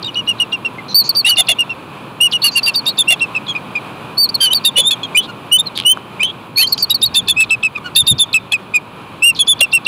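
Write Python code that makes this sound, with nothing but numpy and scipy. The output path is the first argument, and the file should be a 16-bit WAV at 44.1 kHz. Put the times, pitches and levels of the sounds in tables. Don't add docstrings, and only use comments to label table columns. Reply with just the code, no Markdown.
import sys
import numpy as np
from scipy import signal
from scipy.fft import rfft, irfft, next_fast_len
from scipy.io import wavfile
from scipy.ndimage import uniform_filter1d

SR = 44100
rng = np.random.default_rng(int(sys.argv[2]) if len(sys.argv) > 2 else 0)


def wav_out(sig):
    wavfile.write(sys.argv[1], SR, np.round(np.clip(np.atleast_2d(sig).T, -1, 1) * 32767).astype(np.int16))


N = 435266
T = np.arange(N) / SR

# [t/s, length/s, top f/Hz, relative level/dB, attack/s]
CHITTER_NOTES = [(0.04, 0.053, 3770, -20.5, 0.0074), (0.075, 0.035, 2970, -21, 0.0073),
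                 (0.155, 0.065, 2933, -14.5, 0.0041), (0.274, 0.054, 2887, -8.5, 0.0084),
                 (0.398, 0.047, 2880, -9, 0.0047), (0.523, 0.044, 2810, -12, 0.0063),
                 (0.646, 0.042, 2755, -15, 0.0055), (0.781, 0.031, 2110, -26.5, 0.004),
                 (0.944, 0.087, 4600, -3.5, 0.0041), (1.09, 0.029, 4590, -5.5, 0.0054),
                 (1.15, 0.072, 4650, -7.5, 0.026), (1.244, 0.11, 2954, -8.5, 0.0084),
                 (1.252, 0.048, 3770, -12.5, 0.024), (1.286, 0.032, 4650, 0, 0.024),
                 (1.369, 0.055, 2868, -9, 0.0017), (1.37, 0.059, 3606, -4.5, 0.017),
                 (1.484, 0.052, 2830, -7.5, 0.0025), (1.485, 0.056, 3490, -8, 0.0053),
                 (1.585, 0.052, 2850, -3.5, 0.019), (1.694, 0.042, 2750, -14.5, 0.007),
                 (2.203, 0.083, 2917, -4, 0.011), (2.33, 0.051, 2914, -8.5, 0.0049),
                 (2.416, 0.091, 4520, -10, 0.023), (2.44, 0.054, 2855, -8.5, 0.0038),
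                 (2.551, 0.053, 2807, -5.5, 0.017), (2.566, 0.037, 4560, -9, 0.007),
                 (2.629, 0.08, 4705, -11.5, 0.0093), (2.665, 0.046, 2786, -4.5, 0.012),
                 (2.744, 0.017, 3790, -10.5, 0.0051), (2.754, 0.057, 4610, -11, 0.0046),
                 (2.882, 0.046, 4450, -17, 0.002), (2.98, 0.051, 3610, -2, 0.019),
                 (3.073, 0.078, 2810, -5.5, 0.015), (3.104, 0.05, 3510, -10.5, 0.0056),
                 (3.206, 0.05, 2734, -7.5, 0.011), (3.346, 0.045, 2620, -10.5, 0.014),
                 (3.478, 0.055, 3355, -14.5, 0.011), (3.549, 0.042, 2465, -16, 0.0045),
                 (3.752, 0.044, 2437, -14.5, 0.003), (4.171, 0.099, 4600, -7, 0.013),
                 (4.342, 0.029, 4430, -9.5, 0.0039), (4.4, 0.075, 4700, -8.5, 0.028),
                 (4.528, 0.018, 3840, -4.5, 0.0055), (4.545, 0.05, 4580, -10.5, 0.002),
                 (4.647, 0.055, 3700, -5.5, 0.0071), (4.768, 0.065, 3530, -6.5, 0.015),
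                 (4.905, 0.047, 3460, -9, 0.0055), (5.031, 0.036, 3330, -18, 0.0022),
                 (5.658, 0.033, 4260, -16, 0.012), (6.558, 0.087, 4456, -4.5, 0.02),
                 (6.722, 0.027, 4480, -3.5, 0.005), (6.822, 0.033, 4610, -2.5, 0.0088),
                 (6.941, 0.032, 4550, -7, 0.0046), (7.051, 0.036, 4490, -10.5, 0.0087),
                 (7.146, 0.064, 3597, -4, 0.0091), (7.281, 0.053, 3527, -5, 0.0065),
                 (7.36, 0.09, 2635, -5, 0.037), (7.504, 0.054, 2647, -6, 0.0056),
                 (7.63, 0.054, 2625, -6, 0.0083), (7.75, 0.037, 2490, -19.5, 0.006),
                 (7.957, 0.073, 3673, -4, 0.0078), (8.068, 0.067, 3694, -2.5, 0.017),
                 (8.187, 0.062, 3567, -3, 0.021), (8.34, 0.051, 2618, -4.5, 0.0033),
                 (8.513, 0.057, 2576, -3, 0.052), (8.52, 0.02, 3420, -8, 0.0017),
                 (8.737, 0.054, 2473, -6, 0.013), (9.221, 0.1, 2830, -0.5, 0.015),
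                 (9.389, 0.05, 3416, -2, 0.018), (9.47, 0.073, 3505, -3.5, 0.024),
                 (9.606, 0.053, 2787, -3, 0.014), (9.603, 0.02, 3370, -3.5, 0.01),
                 (9.728, 0.059, 2752, -2.0, 0.01), (9.861, 0.066, 2830, -4, 0.006)]
# [t/s, length/s, middle f/Hz, relative level/dB, attack/s, rise/share of pitch]
GLIDING_WAILS = [(2.861,0.05,3790,-7,0.0054,0.092), (4.29,0.017,4640,-10.5,0.00069,0.11),
                 (4.403,0.098,3077,-8,0.0064,-0.097), (4.501,0.043,3085,-7.5,0.019,.1),
                 (4.757,0.06,2977,-5,0.011,0.057), (4.825,0.081,3580,3.5,0.15,0.11),
                 (5.146,0.037,2473,-2.5,0.02,0.14), (5.169,0.042,3016,-2.5,0.0033,0.022),
                 (5.513,0.068,2990,0,0.019,0.077), (5.58,0.042,3643,-3,0.025,0.02),
                 (5.848,0.095,3028,-2,0.019,0.1), (6.195,0.053,2537,-9.5,0.016,0.2),
                 (6.227,0.047,3087,-8,0.0044,0.024), (6.572,0.062,2583,-12,0.01,0.2),
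                 (6.615,0.056,3135,-9,0.0052,0.054), (6.669,0.021,4530,-11.5,0.004,0.17),
                 (6.901,0.036,3830,-5.5,0.0014,-0.018), (7.019,0.039,3746,1.5,0.02,0.09)]


def undb(db):
    return 10 ** (np.asarray(db) / 20)


def unit(x):
    return x / np.sqrt(np.mean(x ** 2) + 1e-18)


def add(track, s, sound):
    i = max(int(s * SR), 0)
    track[i:i + len(sound)] += sound[:max(N - i, 0)]


def colour(x, points):
    hz, db = np.transpose(points)
    size = next_fast_len(N)
    f = np.fft.rfftfreq(size, 1 / SR) + 1
    gain = undb(np.interp(np.log(f), np.log(hz), db))
    return irfft(rfft(x, size) * gain, size)[..., :N]


def band(x, hz, octaves):
    edges = np.clip([hz * 2 ** (-octaves / 2), hz * 2 ** (octaves / 2)], 10, SR / 2 - 10)
    return signal.sosfilt(signal.butter(2, edges, "band", fs=SR, output="sos"), x)


def high_pass(x, hz, order):
    return signal.sosfilt(signal.butter(order, hz, "high", fs=SR, output="sos"), x)


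def sine(hz):
    return np.sin(2 * np.pi * np.cumsum(hz) / SR)


def walk(rate):
    k = max(int(SR / rate), 1)
    return unit(uniform_filter1d(uniform_filter1d(rng.standard_normal(N), k), k))


def span(s, length):
    count = max(int(length * SR), 8)
    return np.clip(int(s * SR) + np.arange(count), 0, N - 1), np.linspace(0, 1, count)


def puffs(table, octaves):
    out, noise = np.zeros(N), rng.standard_normal(N)
    for s, length, hz, db in table:
        i, u = span(s, length)
        swell = np.sqrt(u) * (1 - u)
        add(out, s, undb(db) * unit(band(noise[i], hz, octaves) * swell))
    return out


def sea(surf_db=5, wind_db=-5, wind_hz=105, gust_db=3, wash_db=1):
    # [t/s, surf level/dB before surf_db, wind level/dB before wind_db]
    weather = [(0, -38, -47), (1.5, -39, -59), (4, -37, -74), (5.6, -39, -49), (7.2, -40.5, -37.5),
               (8.1, -41.5, -32.5), (8.6, -41.5, -44), (9.87, -40.5, -45)]
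    # [f/Hz, relative level/dB]
    surf_colour = [(29, -57), (50, -15), (81, -18), (107, -3.5), (140, -2), (200, -2), (690, -10.5),
                   (1060, -5), (2070, -23.5), (2450, -11), (2690, -16.5), (3030, -18), (4040, -24.5),
                   (5500, -39.5), (15000, -53.5)]
    s, *columns = np.transpose(weather)
    surf_level, wind_level = (np.interp(T, s, c) for c in columns)
    surf = unit(colour(rng.standard_normal(N), surf_colour))
    wash = band(surf, 2500, 5.1)
    roar = surf - wash
    surf = roar * undb(0.1 * walk(1.0)) + wash * undb(wash_db * walk(14.0))
    wind = unit(band(rng.standard_normal(N), wind_hz, 2.3)) * undb(gust_db * walk(3.4))
    return surf * undb(surf_level + surf_db) + wind * undb(wind_level + wind_db)


def hum(hz=113, db=-47):
    return undb(db + 2 * walk(1)) * sine(hz + 2 * walk(13.6))


def cliff(calls, t60_s=1.0, wet_db=-43):
    t = T[:SR // 2]
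    tail = band(rng.standard_normal(len(t)), 3800, 0.45) * undb(-60 * t / t60_s)
    return undb(wet_db) * signal.fftconvolve(calls, tail / np.sqrt(np.sum(tail ** 2)))[:N]


def bumps():
    # [t/s, length/s, centre f/Hz, rms level/dB]
    knocks = [(5.972, 0.0038, 1080, -21), (8.02, 0.032, 115, -31), (8.105, 0.046, 124, -17.5),
              (8.11, 0.033, 220, -36)]
    return puffs(knocks, octaves=0.87)


def rattle(ring_hz=3200, decay_s=0.00058, scatter=0.15):
    # [t/s, relative level/dB]
    pulses = [(5.7758, -5), (5.7884, -10), (5.8003, -5.5), (5.8112, -17), (5.822, -18), (5.8365, -20)]
    out, t, shake = np.zeros(N), T[:SR // 100], walk(3000)
    for s, db in pulses:
        hz = ring_hz * (1 + scatter * shake[int(s * SR):][:len(t)])
        ring = t / decay_s * np.exp(1 - t / decay_s)
        add(out, s, undb(db) * ring * sine(hz))
    return out


def hisses():
    # [t/s, length/s, centre f/Hz, rms level/dB]
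    breaks = [(1.262, 0.033, 3800, -25), (2.322, 0.02, 3350, -20), (2.661, 0.0066, 3700, -20),
              (5.225, 0.047, 3580, -32.5), (5.752, 0.066, 3830, -29.5), (6.779, 0.0037, 3330, -21.5),
              (7.402, .024, 3560, -21), (7.433, 0.021, 3700, -30.5), (7.63, 0.0082, 3100, -29),
              (9.357, 0.032, 3800, -30)]
    return puffs(breaks, octaves=0.35)


def husks(scratch_db=-13, scratch_ratio=1.39):
    # [t/s, length/s, centre f/Hz, relative level/dB]
    stretches = [(0.882, 0.058, 4100, -27), (1.036, 0.051, 4500, -23), (2.511, 0.066, 4650, -25.5),
                 (5.186, 0.045, 3300, -23.5), (6.243, 0.072, 3310, -20.5), (6.653, 0.11, 4700, -31.5),
                 (6.775, 0.052, 4660, -20.5)]
    out, skip, flicker, sweep = np.zeros(N), walk(1500), walk(300), walk(400)
    for s, length, hz, db in stretches:
        i, u = span(s, length)
        tone = sine(hz * (1 + .04 * skip[i]))
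        drift = 1 + .09 * sweep[i] + .04 * skip[i]
        high = hz > 4000
        scratch = high * undb(scratch_db) * sine(hz * scratch_ratio * drift)
        add(out, s, undb(db + 2 * flicker[i]) * np.sqrt(4 * u * (1 - u)) * (tone + scratch))
    return out


def squeaks(fall_s=.016, scratch=0.06, grain_db=3):
    # [t/s, starting f/Hz, relative level/dB]
    chirps = [(.026, 5000, -23.5), (0.141, 4840, -28), (0.263, 4630, -32.5), (0.383, 4430, -31),
              (0.517, 4170, -24.5), (1.146, 5350, -18.5), (1.255, 5500, -27), (1.357, 5000, -20.5),
              (1.371, 5240, -30), (1.468, 4660, -23), (2.311, 5200, -22), (2.417, 4630, -18),
              (2.626, 5800, -26), (2.737, 5200, -23), (2.855, 5400, -22), (2.972, 4960, -20.5),
              (3.194, 4460, -24), (3.463, 4300, -25), (4.639, 5120, -19), (6.775, 5900, -26),
              (6.895, 5600, -19.5), (7.013, 5340, -18), (7.14, 5300, -18), (7.273, 4800, -20.5),
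              (7.493, 4370, -22), (7.624, 3880, -27), (7.949, 5000, -15.5), (8.064, 5000, -15.5),
              (8.181, 5000, -17.5), (8.328, 4400, -15), (9.348, 5400, -24.5), (9.386, 4500, -22),
              (9.465, 5260, -27), (9.589, 4800, -24.5), (9.716, 4750, -21), (9.847, 4660, -19)]
    out, shake, grain = np.zeros(N), walk(3000), walk(700)
    for (s, top_hz, db), speed in zip(chirps, rng.standard_normal(len(chirps))):
        i, u = span(s, fall_s * np.exp(.15 * speed))
        glide = top_hz * (1 - .33 * u) * (1 + scratch * shake[i])
        add(out, s, undb(db + grain_db * grain[i]) * np.sin(np.pi * u) * sine(glide))
    return out


def overlap(blend_s=.012):
    voices = np.zeros(N)
    for s, length, *_ in CHITTER_NOTES + GLIDING_WAILS:
        voices[span(s, length)[0]] += 1
    return uniform_filter1d(1. * (voices > 1), int(blend_s * SR))


def burr(voices, hz=630, octaves=0.59, db=-4, under_hz=2080, under_db=-3):
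    difference = undb(db) * band(voices ** 2, hz, octaves)
    side_tone = undb(under_db) * band(-voices ** 3, under_hz, octaves / 2)
    return overlap() * (difference + side_tone)


def tearing(voices, hz=3700, octaves=.9, db=-26):
    pressure = np.sqrt(np.abs(uniform_filter1d(voices ** 2, SR // 500)))
    return undb(db) * overlap() * pressure * unit(band(rng.standard_normal(N), hz, octaves))


def register(hz):
    # [f/Hz, time from the top of the arch to the end of a 60 ms note/s,
    # pitch lost in that time/share, longest release/s, second harmonic/dB before any overtone boost]
    voice_registers = [(2710, .036, 0.08, 0.025, -31.5), (3590, .036, .09, 0.024, -25.5),
                       (4550, .043, 0.12, 0.024, -87)]
    pitches, *columns = np.transpose(voice_registers)
    return [np.interp(hz, pitches, c) for c in columns]


def arch(u, length, hz):
    fall_s, droop, *_ = register(hz)
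    fall_s = fall_s * (length / .06) ** 0.53
    return hz * (1 - droop * (1 - (1 - u) * length / fall_s) ** 2)


def climb(u, length, hz, rise, bow=0.077):
    return hz * (1 + rise * (u - .5) - bow * (u - .5) ** 2)


def whistles(table, contour, half_db=-36, overtone_db=0, third_db=-80, turbulence=0.0078, hoarse=0.075):
    out, shake, tremor, grit, air = np.zeros(N), walk(2500), walk(230), walk(430), walk(7000)
    warble, warble_hz, warble_s = .03, 53, .035
    rasp, rasp_s, jitter, clash_rough = .75, .026, .0018, .14
    soft_attack_s, tremor_db = .017, 1.3
    clash = overlap() * walk(1800)
    for s, length, pitch, db, attack_s, *rise in table:
        i, u = span(s, length)
        t = u * length
        *_, release_s, second_db = register(pitch)
        unstable = np.exp(-((pitch - 3570) / 300) ** 2)
        slack = np.exp(-((pitch - 2550) / 130) ** 2)

        depth = warble * (.15 + unstable + .8 * slack) * np.exp(-(t / warble_s) ** 2)
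        flutter = -depth * np.cos(2 * np.pi * warble_hz * t)
        onset = np.exp(-(t / rasp_s) ** 2) / (1 + (attack_s / soft_attack_s) ** 6)
        unsteady = jitter * (1 + 8 * onset * (.2 + unstable + slack)) * shake[i]
        hz = contour(u, length, pitch, *rise) * (1 + flutter + .002 * tremor[i] + unsteady)
        phase = 2 * np.pi * np.cumsum(hz) / SR

        doubling = undb(half_db) * (pitch < 3000) * (1 + 4 * slack * onset) * 2 * np.cos(phase / 2)
        quarter = rasp * unstable * onset * np.cos(phase / 4 + .25 * grit[i])
        phase = phase + .9 * quarter + doubling / 2
        phase = phase + turbulence * (1 + 2 * onset) * air[i] + clash_rough * clash[i]

        release = np.minimum((1 - u) / min(release_s / length, 0.63), 1) ** 1.255
        pressure = np.minimum(t / attack_s, 1) * release
        second = undb(second_db + overtone_db) * np.cos(2 * phase)
        voice = np.sin(phase) + second + undb(third_db) * np.sin(3 * phase)
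        level = undb(db + tremor_db * (1.34 + onset) * tremor[i])
        roughness = 1 + doubling + quarter / 2 + hoarse * onset * shake[i]
        add(out, s, level * pressure * roughness * voice)
    return out


def mews():
    # [t/s, length/s, top f/Hz, relative level/dB, attack/s]
    soft_notes = [(5.275, 0.046, 1434, -28, 0.023), (7.77, 0.021, 1210, -15, 0.027),
                  (7.838, 0.055, 1464, -17.5, 0.063)]
    return whistles(soft_notes, arch, overtone_db=29, third_db=-10, turbulence=.08)


def scene(width_db=-25):
    voices = whistles(CHITTER_NOTES, arch) + whistles(GLIDING_WAILS, climb)
    calls = voices + burr(voices) + tearing(voices) + mews()
    calls = calls + squeaks() + husks() + hisses() + rattle()
    sound = calls + cliff(calls) + bumps() + sea() + hum()
    side = undb(width_db) * sea()
    return np.array([sound + side, sound - side])


def record(dry, squeeze=0.36, follow_s=0.0086, gain_db=0.5, low_cut_hz=60, side_db=-24.5, side_hz=700,
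           hiss_db=-84):
    # [f/Hz, gain/dB]
    microphone = [(2800, 2), (3600, 1.5), (4500, 2), (5600, 1.5), (8800, 10), (10700, 15), (12200, 11.5),
                  (14000, 10), (15500, 18)]
    ceiling, offset, top_hz = 0.5, .11, 15500
    fine = signal.resample_poly(dry.mean(axis=0), 6, 1)
    fine = ceiling * (np.tanh(fine / ceiling + offset) - np.tanh(offset))
    sound = colour(signal.resample_poly(fine, 1, 6)[:N], microphone)
    sound = high_pass(sound, low_cut_hz, order=2)

    keep = np.exp(-1 / (follow_s * SR))
    loudness = signal.lfilter([1 - keep], [1, -keep], np.abs(sound))
    sound = sound * undb(gain_db) / (1 + squeeze * loudness)

    side = undb(side_db) * high_pass(sound, side_hz, order=1) + (dry[1] - dry[0]) / 2
    pair = np.array([sound - side, sound + side]) + undb(hiss_db) * rng.standard_normal((2, N))
    return signal.sosfilt(signal.ellip(10, .2, 80, top_hz, fs=SR, output="sos"), pair)


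dry = scene()
out = record(dry)
wav_out(out)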